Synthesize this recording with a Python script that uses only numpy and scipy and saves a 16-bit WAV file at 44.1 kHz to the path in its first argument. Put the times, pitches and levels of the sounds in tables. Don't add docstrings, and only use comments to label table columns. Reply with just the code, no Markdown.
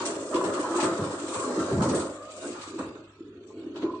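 import sys
import numpy as np
from scipy import signal
from scipy.io import wavfile
from scipy.ndimage import uniform_filter1d

SR = 44100
rng = np.random.default_rng(int(sys.argv[2]) if len(sys.argv) > 2 else 0)


def gain_from_db(level_db):
    decades = np.asarray(level_db, float) / 20
    return 10 ** decades


def put_to_file(sound):
    columns = np.atleast_2d(sound).T
    safe = np.clip(columns, -1, 1)
    whole_steps = np.round(safe * 32767)
    wavfile.write(sys.argv[1], SR, whole_steps.astype(np.int16))


N = 176400


def rms_one(x):
    return x / np.sqrt(np.mean(x ** 2) + 1e-20)


def in_time(rows):
    s, *columns = np.transpose(rows)
    return [np.interp(np.arange(N) / SR, s, c) for c in columns]


def at_hz(points, hz):
    table_hz, values = np.transpose(points)
    return np.interp(np.log(hz), np.log(table_hz), values)


def drift(rate_hz):
    r = np.exp(-80 * np.pi * rate_hz / SR)
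    noise = rng.standard_normal(N // 40 + 2002)
    slow = signal.lfilter([1], [1, -2 * r, r * r], noise)[2000:]
    return np.interp(np.arange(N) / 40, np.arange(len(slow)), rms_one(slow))


def bandpass(x, low_hz, high_hz, order):
    return signal.sosfilt(signal.butter(order, [low_hz, high_hz], "band", fs=SR, output="sos"), x)


def ring(clicks, hz, t60_s):
    r = np.exp(-np.log(1000) / (t60_s * SR))
    w = 2 * np.pi * hz / SR
    return signal.lfilter([0, np.sin(w)], [1, -2 * r * np.cos(w), r * r], clicks + 1e-18)


def bursts(start_s, db, rise_s, fall_s):
    marks = np.zeros(N)
    np.add.at(marks, (np.asarray(start_s) * SR).astype(int), gain_from_db(db) ** 2)
    t = np.arange(SR // 2) / SR
    shape = (1 - np.exp(-t / rise_s)) ** 2 * np.exp(-2 * t / fall_s)
    return np.abs(signal.fftconvolve(marks, shape / shape.max())[:N])


def pair(hz):
    # pitch_hz, left_right_likeness (-1 to 1)
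    likeness = [(40, 0.98), (130, 1), (320, 1), (600, 0.85), (1100, 0.82), (2000, -0.3), (5000, 0.019)]
    # pitch_hz, left_minus_right_db
    left_lean = [(300, -0.5), (1200, -0.5), (2500, -4), (4300, 5), (6500, 12), (8300, 1)]
    alike = np.clip(at_hz(likeness, hz), -.996, .996)
    lean_db = at_hz(left_lean, hz) / 2
    mid_side = np.sqrt([1 + alike, 1 - alike]) * [[1, 1.0], [1, -1.256]]
    return mid_side * gain_from_db(np.array([[lean_db], [-lean_db]]))


def grains(per_s, spread_db, size):
    sizes = gain_from_db(spread_db * np.minimum(rng.exponential(1, size), 5)) * rng.choice([-1, 1], size)
    return sizes * (rng.random(size) < per_s / SR)


def banded(white, spectrum, low_hz, per_octave, count, patchy_db):
    late, late_s = 0.12, .0004
    edges = low_hz * 2 ** (np.arange(count + 1) / per_octave)
    delay = int(late_s * SR)
    white = [[mid, late * np.roll(mid, delay) + np.sqrt(1 - late ** 2) * side] for mid, side in white]
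    out = 0
    for k, (low, high) in enumerate(zip(edges, edges[1:])):
        hz = np.sqrt(low * high)
        band = bandpass(white[k % 2], low, high, 2)
        out = out + gain_from_db(at_hz(spectrum, hz) + patchy_db * drift(2.8)) * (pair(hz) @ band)
    return rms_one(out)


def distant_site():
    # pitch_hz, level_db
    site_colour = [(30, -28), (70, 15), (110, -7), (250, 2.5), (400, -12), (700, -37), (1300, -5),
                   (2050, -36.5), (4100, -19.5), (8000, -43.5)]
    noise = rng.standard_normal((2, 2, N))
    return gain_from_db(-60.5) * banded(noise, site_colour, 35.9, per_octave=2, count=15, patchy_db=4.0)


def diesel():
    # firing_multiple, level_db
    orders = [
        (1.999, -62),
        (2.33, -84.5),
    ]
    firing_hz = 50.7
    turn = 2 * np.pi * np.cumsum(firing_hz * (1 + 0.009 * drift(1.3))) / SR
    return sum(np.sqrt(2) * gain_from_db(db + 0.77 * drift(11.0)) * np.sin(k * turn) for k, db in orders)


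def hydraulic_pump():
    # start_s, pitch_hz, level_db, second_partial_db
    whine = [
        (1.9, 570, -91, -83),
        (2.17, 605, -47, -54),
        (2.3, 618, -50.5, -49.5),
        (2.43, 633.6, -46, -61.5),
        (2.53, 607, -78, -66),
        (2.74, 604, -75, -49.5),
        (2.8, 600, -97, -95),
    ]
    hz, db, second_db = in_time(whine)
    spin = 2 * np.pi * np.cumsum(hz * (1 + .036 * drift(60.2))) / SR
    first = gain_from_db(db + 3 * drift(20.0)) * np.sin(spin)
    second = gain_from_db(second_db + 4 * drift(25.0)) * np.sin(2 * spin)
    return np.sqrt(2) * (first + second)


def gravel():
    # start_s, flow_db, finest_dust_db
    stream = [(0, -39, -4), (.28, -52.5, 9), (.8, -43.5, -1), (1.1, -47.5, 3), (1.36, -46.5, 5),
              (1.95, -47, 1), (2.2, -54, 0), (2.3, -51, -9), (2.45, -47.5, 1.5), (2.8, -51, -2.5),
              (2.95, -55.5, -5.5), (3.3, -61, -8), (3.48, -60.5, -2), (3.6, -56, -11.5), (4, -56.5, -10.5)]
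    # start_s, peak_db, finest_dust_db
    splashes = [(0.0563, -27, 7.5), (0.345, -21.5, -13), (0.442, -26.5, -1), (0.539, -28, -1),
                (0.603, -41, 13.5), (0.762, -28, 6), (0.8030, -21, -5.5), (0.9497, -51, -8),
                (1.1189, -42.5, 10), (1.2835, -32, -8), (0.831, -21.5, -1), (1.3389, -26.5, -1),
                (1.4192, -37.5, 7), (1.5933, -33, 4.5), (1.6566, -46, 13.5), (1.8213, -26, 2),
                (1.892, -26, -1.5), (1.9485, -28.5, 7), (1.9979, -29, 1), (2.3087, -48.5, 12),
                (2.365, -47.5, 13), (2.4711, -44.5, 11.5), (2.614, -33.5, 0), (2.6793, -38.5, 3.5),
                (2.787, -36.5, 2.5), (3.4720, -52, 7.5), (3.761, -33.5, -14), (3.822, -31.5, -27)]
    # pitch_hz, level_db (per Hz)
    colour = [(1000, -30), (1700, 5), (2070, 1.5), (2310, 3.5), (4540, 0.5), (5980, -8.5), (7620, 8),
              (8720, 0.5), (9300, -35.5), (12100, -67.5), (20500, -120)]
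    rise_s, fall_s, dust_hz = .005, 0.033, 5400
    flow_db, fine_db = in_time(stream)
    start_s, peak_db, dust_db = np.transpose(splashes)
    flow_db = flow_db + 1.5 * drift(35.0)
    peak_db = peak_db - 11
    clicks = grains(6000.0, 1, size=(2, 2, N))
    hiss = banded(clicks, colour, 1800, per_octave=3, count=8, patchy_db=1.0)
    out = 0
    for stream_db, splash_db, kind in [(0, 0, "low"), (fine_db, dust_db, "high")]:
        landing = bursts(start_s - rise_s, peak_db + splash_db, rise_s, fall_s)
        level = np.sqrt(gain_from_db(flow_db + stream_db) ** 2 + landing)
        part = signal.sosfilt(signal.butter(4, dust_hz, kind, fs=SR, output="sos"), hiss)
        out = out + level * part
    return out


def panels_and_thuds():
    # start_s, pitch_hz, level_db, t60_s
    rings = [(.33, 1001, -40, .5), (.78, 906, -35, .2), (1.59, 1341, -38, .3), (3.835, 1010, -41, 1.6),
             (3.85, 1065, -47, 1.0), (.985, 147, -32, .3), (.99, 105, -35, .3), (1.46, 252, -31, .7),
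             (1.89, 252, -28, .35), (1.74, 27.5, -34, .5), (.98, 28.5, -43, .3), (3.75, 950, -44, .3),
             (1.72, 148, -27, .5), (2.78, 181, -37, .2), (.001, 935, -36, .5), (3.07, 1290, -55, .6)]
    out = np.zeros(N)
    rattle = gain_from_db(4.0 * drift(40.0))
    for s, hz, db, t60_s in rings:
        span = slice(int(s * SR), min(int((s + t60_s) * SR), N))
        t = np.arange(span.stop - span.start) / SR
        both = np.sin(2 * np.pi * hz * t) + .6 * np.sin(2 * np.pi * hz * 1.017 * t)
        soft_start = np.clip(t / .025, 0, 1)
        shake = rattle[span] if hz > 500 else 1
        out[span] += gain_from_db(db - 60 * t / t60_s) * both * soft_start * shake
    return out


def struck_modes(rows, rise_s, t60_s, trim_db):
    out = np.zeros(N + SR)
    t = np.arange(SR // 4) / SR
    shape = (1 - np.exp(-t / rise_s)) ** 2 * gain_from_db(-60 * t / t60_s)
    for (s, db, hz), (up, down) in zip(rows, rng.uniform(.04, .16, (len(rows), 2))):
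        modes = [(.65, 1), (.25, 1 + up), (.25, 1 - down)]
        tone = sum(g * np.sin(2 * np.pi * hz * k * t) for g, k in modes)
        i = int(s * SR)
        out[i:i + len(t)] += gain_from_db(db + trim_db) * tone * shape / shape.max()
    return out[:N]


def single_stones():
    # start_s, peak_db, pitch_hz
    thumps = [(0.094, -27, 411), (0.167, -25, 335), (0.346, -11.5, 337), (0.442, -17.5, 336.3),
              (0.594, -20, 344), (0.705, -21, 340), (0.756, -14.5, 347), (0.787, -18, 322),
              (0.828, -14.5, 325.4), (0.919, -21.5, 304.5), (1.016, -29.5, 300), (1.136, -24.5, 349),
              (1.238, -23, 324), (1.472, -25.5, 421), (1.575, -15, 318.5), (1.714, -16, 393),
              (1.806, -17.5, 240), (1.875, -18.5, 262.7), (2.086, -31, 315), (2.433, -40, 384),
              (2.501, -29.5, 314.3), (2.673, -32, 321), (2.759, -28.5, 325.7), (2.794, -24.5, 273.5),
              (2.868, -40, 364), (3.204, -32, 333), (3.348, -38.5, 375.3), (3.409, -35.5, 382),
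              (3.589, -33, 342), (3.623, -39, 385), (3.665, -26, 321), (3.794, -26.5, 307),
              (3.84, -15.5, 330)]
    # start_s, peak_db, pitch_hz
    clangs = [(0.358, -18.5, 1019), (0.412, -20.5, 1006), (0.541, -27.5, 1287), (0.64, -22.5, 1005),
              (0.707, -26.5, 845), (0.744, -18.5, 1026), (0.785, -13.5, 869), (0.84, -19.5, 1390),
              (1.262, -33, 1210), (1.323, -29, 1145), (1.438, -25.5, 1132), (1.51, -29, 1000),
              (1.599, -23.5, 1349), (1.827, -20, 890), (1.896, -22.5, 898), (2.15, -41.5, 1083),
              (3.503, -44.5, 1050)]
    thump = struck_modes(thumps, rise_s=0.0037, t60_s=0.1, trim_db=0.5)
    return thump + struck_modes(clangs, rise_s=0.0005, t60_s=0.12, trim_db=-2.5)


def truck_bed():
    # start_s, level_db, bare_plate_share_db, side_wall_share_db
    tumble = [(0, -32.5, -3.5, -4.5), (.28, -39, -9.5, -0.5), (.38, -31.5, -7, -3.5), (.7, -37.5, 1.5, 1.5),
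              (1.22, -38, -6, -4), (1.5, -34.5, -4.5, -2.5), (1.95, -30.5, -9, -4),
              (2.19, -53.5, -0.5, 6.5), (2.33, -57, -2, 8), (2.48, -37, -20, -7), (2.64, -62.5, 16, 6),
              (2.7, -39, -13.5, -15), (3.0, -43, -29, -13), (3.1, -68, 7, -5), (3.22, -46.5, -25, -29),
              (3.52, -46, -29, -14), (3.62, -38, -21.5, -17), (4, -47.5, -32, -13)]
    # start_s, peak_db, deep_thud_db, plate_clang_db
    blocks = [(0.33, -20, -38.5, -2.5), (0.442, -16.5, -11.5, -8), (0.546, -22, -46, -15),
              (0.747, -28.5, -35.5, 2), (0.789, -27, -47.5, 4.5), (0.83, -11.5, -13.5, -8),
              (0.989, -18, -5.5, -12), (1.346, -35.5, 2, 8.5), (1.572, -13.5, -10.5, -17),
              (1.71, -16.5, -1, -48), (1.76, -16, 2.5, -38), (1.808, -19, 2, -2.5),
              (1.898, -11.5, -7.5, -21), (1.937, -13.5, -50, -9.5), (2.431, -22, -25, -15),
              (2.549, -34, -14, -1), (2.787, -29.5, -5.5, -0.5), (2.868, -34, -23, -25),
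              (2.961, -42.5, -12, 0.5), (3.756, -33.5, -16, -6.5), (3.826, -15, -20.5, -17.5)]
    zone_edges = [78, 225, 460, 740, 2100]
    # pitch_hz, level_db (per Hz)
    bed_colour = [(41, -48), (70, -19.5), (139, -18.5), (209, -13.5), (320, 9.5), (758, -9.5), (903, -8.5),
                  (1210, -4), (2300, -27), (2990, -64), (5060, -120)]
    knocks_per_s, rise_s, lead_s = 2200.0, .007, .012
    thud_fall_s, block_fall_s = 0.052, 0.059

    level, bare, wall = in_time(tumble)
    start_s, peak_db, thud, clang = np.transpose(blocks)
    peak_db = peak_db - 10
    zones = [(level - 18, peak_db + thud, thud_fall_s, 7),
             (level, peak_db - 3.5, block_fall_s, 9),
             (level + wall, peak_db + 0.69 * clang - 2.5, block_fall_s, 7),
             (level + bare, peak_db + clang, block_fall_s, 18)]
    knocks = grains(knocks_per_s, 2.2, size=(2, N))
    hit = np.nonzero(knocks)
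    out = 0
    for (flow, blow, fall_s, count), low, high in zip(zones, zone_edges, zone_edges[1:]):
        force = np.sqrt(gain_from_db(flow) ** 2 + bursts(start_s - lead_s, blow, rise_s, fall_s))
        pitches = np.geomspace(low * 1.07, high / 1.07, count) * rng.uniform(.98, 1.02, count)
        power = gain_from_db(at_hz(bed_colour, pitches)) ** 2 * pitches
        part = 0
        for hz, share in zip(pitches, power / power.sum()):
            t60_s = 0.051 + 5.8 / hz
            weights = np.resize(rng.standard_normal(9000), len(hit[0]))
            sizes = rms_one(weights * knocks[hit])
            own = np.zeros((2, N))
            own[hit] = sizes * (force * gain_from_db(1.8 * drift(5.5)))[hit[1]]
            gain = np.sqrt(share * 2 * np.log(1000) / (t60_s * knocks_per_s))
            part = part + gain * pair(hz) @ ring(own, hz, t60_s)
        out = out + bandpass(part, low, high, 4)
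    return out


def rock_faces(x):
    # delay_s, level_db
    echoes = [
        (0.046, -15),
        (0.085, -13),
        (0.141, -23),
    ]
    dull = signal.sosfilt(signal.butter(1, 2500, fs=SR, output="sos"), x)
    return sum(gain_from_db(db) * np.pad(dull, ((0, 0), (int(s * SR), 0)))[:, :N] for s, db in echoes)


def scene():
    load = truck_bed() + gravel() + single_stones()
    machines = diesel() + hydraulic_pump() + distant_site()
    return load + rock_faces(load) + machines + panels_and_thuds()


def patchy_gain(x):
    # pitch_hz, threshold_db
    drop_below = [(600, -112.5), (1650, -88), (2000, -76), (2400, -88), (5100, -79), (7200, -80),
                  (8300, -70)]
    hz, t, z = signal.stft(x, SR, nperseg=1024)
    power = uniform_filter1d(np.abs(z) ** 2, size=3, axis=1)
    level_db = 10 * np.log10(uniform_filter1d(power, size=5, axis=2) + 1e-16)
    luck = uniform_filter1d(rng.standard_normal((2, 2, 171, len(t))), size=9, axis=3) * 3
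    luck = np.repeat(luck, 3, axis=2)
    margin_db = level_db + 7.0 * luck[0] - at_hz(drop_below, hz + 1)[:, None]
    drop_db = -20 / (1 + np.exp(np.clip(margin_db, -30, 30)))
    uneven_db = 3.0 * luck[1] * (hz > 700)[:, None]
    return signal.istft(z * gain_from_db(drop_db + uneven_db), SR, nperseg=1024)[1][:, :N]


def band_limit(x):
    return signal.sosfilt(signal.butter(12, 9710, fs=SR, output="sos"), x)


def record(dry):
    overload = 0.17
    rounded = overload * np.tanh(dry / overload)
    thin = signal.sosfilt(signal.butter(2, 60, "high", fs=SR, output="sos"), rounded)
    top_cut = signal.ellip(12, .3, 75, 9200, fs=SR, output="sos")
    return band_limit(signal.sosfilt(top_cut, patchy_gain(thin)))


dry = scene()
out = record(dry)
put_to_file(out)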